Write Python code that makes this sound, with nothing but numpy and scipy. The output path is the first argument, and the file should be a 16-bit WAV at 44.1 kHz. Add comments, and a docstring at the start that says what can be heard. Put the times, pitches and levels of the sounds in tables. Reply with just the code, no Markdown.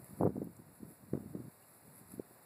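"""Dull knocks over a low, grainy rubbing: a grip shifts in tiny slips on a hand-held camera.
Each stick-slip release pushes the casing, which answers with a heavily damped swing.
Below, two tortoises in a pen of dry soil faintly scuff and tick the litter with their claws.
Two far bird notes sound through quiet outdoor air and microphone hiss.
The microphone cuts the bass and notches the treble; a gain control ducks the loudest knocks."""
import sys
import numpy as np
from scipy.fft import rfft, irfft, next_fast_len
from scipy.io import wavfile
from scipy.ndimage import uniform_filter1d, map_coordinates

SR = 44100
rng = np.random.default_rng(int(sys.argv[2]) if len(sys.argv) > 2 else 0)


def waveform_to_disk(signal):
    """Save audio, clipped to [-1, 1], as 16-bit WAV at the path in sys.argv[1]."""
    frames = np.transpose(np.atleast_2d(signal))
    scaled = np.clip(frames, -1, 1) * 32767
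    samples = np.round(scaled).astype(np.int16)
    wavfile.write(sys.argv[1], SR, samples)


N = 108045

# Spectrum of the outdoor air: frequency_hz, gain_db
AIR_SPECTRUM = [(25, -19), (60, -7), (110, 1.5), (300, -3.5), (650, -1), (1200, -6.5), (2200, -12),
                (4500, -17), (9000, -46)]
# Spectrum of the microphone hiss: frequency_hz, gain_db
HISS_SPECTRUM = [(1000, -28.5), (4500, -20), (8000, -6), (11000, 2), (12500, -6), (14200, 0), (16000, -3)]
# Far bird notes: start_s, length_s, start_hz, end_hz, level_db
BIRD_NOTES = [(1.182, .075, 3030, 2760, -71), (1.616, 0.039, 2700, 2980, -74)]
# Spectrum of the dry litter: frequency_hz, gain_db
LITTER_SPECTRUM = [(1000, -11), (2000, -5), (3000, -12), (4500, -13), (6000, -16), (8000, -4.5), (11000, 8),
                   (14000, -3.5), (16000, -2.5)]
# Claws dragging through litter: centre_s, half_length_s, level_db
CLAW_SCUFFS = [(0.061, 0.0083, -61.5), (0.11, 0.15, -67), (0.758, 0.022, -62), (0.919, 0.045, -58.5),
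               (1.7, 0.24, -68.5), (1.977, 0.033, -56.5), (2.122, 0.038, -56.5), (2.444, .012, -63.5)]
# Dry bits snapping: start_s, level_db, pitch_hz
LITTER_SNAPS = [(.0443, -47, 11300), (.098, -55, 11000), (.2418, -49, 14200), (.4429, -47, 13300),
                (.5661, -49.5, 9300), (1.737, -53, 11300)]
# Response of the casing: frequency_hz, gain_db
CASING_SPECTRUM = [(60, -39), (130, 1), (400, 1), (700, -8.5), (1100, -15.5), (2000, -32), (4000, -60),
                   (8000, -100)]
# Envelope of the rubbing grip: time_s, level_db
GRIP_ENVELOPE = [(0, -53), (.08, -66), (.135, -53), (0.179, -55), (0.207, -35), (0.244, -33), (.267, -27.5),
                 (.29, -37.5), (.335, -46), (.42, -41), (0.512, -49.5), (.54, -65), (0.596, -51.5),
                 (.64, -61), (.705, -55), (.765, -68.5), (.83, -48.5), (.91, -51.5), (.97, -71),
                 (1.035, -57), (1.11, -58), (1.141, -40), (1.2, -47), (1.299, -51), (1.359, -44.5),
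                 (1.486, -51.5), (1.51, -73), (1.81, -75), (1.86, -61.5), (2.07, -65.5), (2.16, -55),
                 (2.22, -67), (2.45, -81)]
# Knocks on the casing: centre_s, peak_db, pitch_hz
CASING_KNOCKS = [(.110, -47, 200), (0.136, -39, 170), (.202, -30, 336), (0.211, -20, 556),
                 (0.2174, -25, 303), (0.2227, -22.5, 465), (0.233, -17.5, 667), (0.2354, -18, 385),
                 (.243, -22.5, 380), (.2542, -14.5, 372), (0.2585, -20, 456), (.2642, -13, 380),
                 (.270, -26, 750), (0.2751, -19.5, 530), (0.2934, -27, 298), (.304, -29, 280),
                 (0.3592, -28, 287), (0.3677, -28.5, 503), (.380, -27, 293), (.384, -26.5, 250),
                 (0.4187, -22.5, 335), (0.4284, -25.5, 246), (.455, -35, 210), (0.4723, -33, 229),
                 (0.6016, -37.5, 210), (0.806, -42, 198), (0.8324, -34, 220), (1.037, -45, 218),
                 (1.087, -45.5, 200), (1.1358, -19.5, 313), (1.1366, -41, 1410), (1.146, -34.5, 445),
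                 (1.154, -22.5, 246), (1.174, -43, 850), (1.177, -28, 260), (1.2068, -35, 196),
                 (1.2624, -35.5, 197), (1.351, -30, 340), (1.354, -29.5, 216), (1.372, -34, 285),
                 (1.4028, -34.5, 265), (1.484, -42, 212), (1.882, -48, 198), (2.015, -51, 200),
                 (2.1402, -37, 230), (2.1829, -38, 225), (2.1982, -26, 340), (2.311, -50, 262)]

AIR_DB, HISS_DB, HISS_WAVER_DB = -63.5, -61.5, 0.9
BIRD_FLUTTER_DB = 7
SCUFF_SPREAD_DB, GRIT_DB, GRIT_SPREAD_DB = 3.4, -76, 5
SNAP_T60_S, SNAP_WIDTH_HZ = 0.024, 2200
SLIPS_PER_S, SLIP_HZ, SLIP_LOG_SPREAD, SLIP_SCATTER_DB = 300, 175, 0.32, 2
FIRM_DB, OCTAVES_PER_DB = -53, 0.01  # above this level a firmer grip raises the pitch of the slips
SLIP_CYCLES, KNOCK_CYCLES = 0.9, 0.67  # half widths of the pulses
RASP_DB, RING_DB, RING_T60_S = -13, -20.5, 0.044  # levels relative to the slips and to the knock
BASS_CUT_HZ, NOTCH_SPACING_HZ, TOP_HZ = 78.6, 3155, 15600
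DUCK_THRESHOLD_DB, MAX_DUCK_DB, RECOVERY_DB_PER_S = -28.5, 4, 1.64


def amp(db):
    """Amplitude ratio of a level in decibels."""
    return 10 ** (np.asarray(db) / 20)


def unit(x):
    """Normalisation to an rms of 1."""
    return x / np.sqrt(np.mean(x ** 2) + 1e-20)


def clock():
    """Uniform sampling: the time of every sample in seconds."""
    return np.arange(N) / SR


def filtered(x, response):
    """Linear filtering: the spectrum of x times a frequency response."""
    padded = next_fast_len(N + 8192)
    hz = np.fft.rfftfreq(padded, 1 / SR)
    return irfft(rfft(x, padded) * response(hz), padded)[:N]


def noise(spectrum, envelope=1):
    """Spectral shaping: white noise follows the envelope, then is coloured at equal power."""
    points_hz, db = np.transpose(spectrum)
    white = envelope * rng.standard_normal(N)
    return filtered(white, lambda hz: unit(amp(np.interp(np.log(hz + 1), np.log(points_hz), db))))


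def wobble(rate):
    """Random modulation: a smooth curve through rate knots a second."""
    knots = rng.standard_normal(int(N * rate / SR) + 4)
    return map_coordinates(knots, [clock() * rate])


def decays(onsets, t60):
    """Exponential decay: each onset (start_s, level_db) falls 60 dB in t60 seconds."""
    t = clock()
    return sum(amp(db) * (t >= s) * np.exp(-np.log(1000) * np.abs(t - s) / t60) for s, db in onsets)


def background():
    """Broadband noise floor: quiet outdoor air and a bright, slightly wavering hiss."""
    air = amp(AIR_DB) * noise(AIR_SPECTRUM)
    hiss = amp(HISS_DB + HISS_WAVER_DB * wobble(42)) * noise(HISS_SPECTRUM)
    return air + hiss


def bird():
    """Frequency glides make two thin, far notes; amplitude modulation makes them flutter."""
    notes = np.zeros(N)
    for start_s, length_s, start_hz, end_hz, db in BIRD_NOTES:
        progress = np.clip((clock() - start_s) / length_s, 0, 1)
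        hz = start_hz + (end_hz - start_hz) * progress
        notes += amp(db) * np.sin(np.pi * progress) * np.sin(2 * np.pi * np.cumsum(hz) / SR)
    return notes * amp(BIRD_FLUTTER_DB * wobble(200))


def claws():
    """Sliding friction: claws raise grainy swells of noise over a faint crackle of soil."""
    drag = sum(amp(db) * np.exp(-((clock() - s) / half) ** 2) for s, half, db in CLAW_SCUFFS)
    scuffs = drag * amp(SCUFF_SPREAD_DB * wobble(400))
    grit = amp(GRIT_DB + GRIT_SPREAD_DB * wobble(120))
    return noise(LITTER_SPECTRUM, scuffs + grit)


def snaps():
    """Brittle fracture: each dry bit releases a noise burst in its own band of the treble."""
    ticks = np.zeros(N)
    for start_s, db, pitch_hz in LITTER_SNAPS:
        burst = decays([(start_s, db)], SNAP_T60_S) * rng.standard_normal(N)
        ticks += filtered(burst, lambda hz: unit(np.exp(-((hz - pitch_hz) / SNAP_WIDTH_HZ) ** 2 / 2)))
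    return ticks


def pushes(times, gains, hz, half_cycles, reach=1400):
    """Heavy damping: each soft push on the casing gives one main swing between smaller ones."""
    samples = np.round(times * SR).astype(int)[:, None] + np.arange(-reach, reach)
    cycles = (samples / SR - times[:, None]) * hz[:, None]
    envelope = np.hanning(2 * reach) / np.cosh(cycles / half_cycles * np.pi / 2) ** 2
    swing = -gains[:, None] * np.cos(2 * np.pi * cycles) * envelope
    inside = (samples >= 0) & (samples < N)
    return np.bincount(samples[inside], swing[inside], N)


def rubbing():
    """Stick-slip friction: dense slips over a fine rasp, louder and higher when the grip is firm."""
    count = int(SLIPS_PER_S * N / SR)
    jitter, pitch, strength = rng.standard_normal((count, 3)).T
    times = (np.arange(count) + jitter) / SLIPS_PER_S
    grip_s, grip_db = np.transpose(GRIP_ENVELOPE)
    firmness_db = np.maximum(np.interp(times, grip_s, grip_db) - FIRM_DB, 0)
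    hz = SLIP_HZ * np.exp(SLIP_LOG_SPREAD * np.clip(pitch, -2, 2))
    hz *= 2 ** (OCTAVES_PER_DB * firmness_db)
    gains = amp(SLIP_SCATTER_DB * strength) * rng.choice([-1, 1], count)
    slips = pushes(times, gains, hz, SLIP_CYCLES)
    envelope = amp(np.interp(clock(), grip_s, grip_db))
    rasp = amp(RASP_DB) * noise(CASING_SPECTRUM, envelope)
    return unit(slips) * envelope + rasp


def knocks():
    """Impulsive excitation: each larger slip of the grip thumps the casing and leaves a brief ring."""
    times, db, hz = np.transpose(CASING_KNOCKS)
    thumps = pushes(times, amp(db), hz, KNOCK_CYCLES)
    ring = amp(RING_DB) * noise(CASING_SPECTRUM, decays(zip(times, db), RING_T60_S))
    return thumps + ring


def microphone(hz):
    """Comb filtering notches the treble at even spacing; a fourth-order high-pass cuts the bass."""
    comb = np.where(hz < NOTCH_SPACING_HZ / 2, 1, np.abs(np.sin(np.pi * hz / NOTCH_SPACING_HZ)))
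    high_pass = (hz / BASS_CUT_HZ) ** 4 / np.sqrt(1 + (hz / BASS_CUT_HZ) ** 8)
    return comb * high_pass


def gain_control(x, window=440):
    """Compression: the gain ducks fast when the short-term power passes a threshold, then creeps back."""
    level_db = 10 * np.log10(np.abs(uniform_filter1d(x ** 2, window)) + 1e-12)
    excess_db = np.clip(level_db - DUCK_THRESHOLD_DB, 0, MAX_DUCK_DB)
    recovery_db = RECOVERY_DB_PER_S * clock()
    cut_db = np.maximum.accumulate(excess_db + recovery_db) - recovery_db
    smooth_db = uniform_filter1d(uniform_filter1d(cut_db, window), window)
    return x * amp(-smooth_db)


def scene():
    """Superposition of handling, tortoises, bird and background in one channel."""
    return (knocks() + rubbing() + claws() + snaps() + bird() + background())[None]


def record(dry):
    """Stages in cascade: microphone response, gain control and band limit."""
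    coloured = filtered(dry[0], microphone)
    return filtered(gain_control(coloured), lambda hz: hz < TOP_HZ)[None]


dry = scene()
out = record(dry)
waveform_to_disk(out)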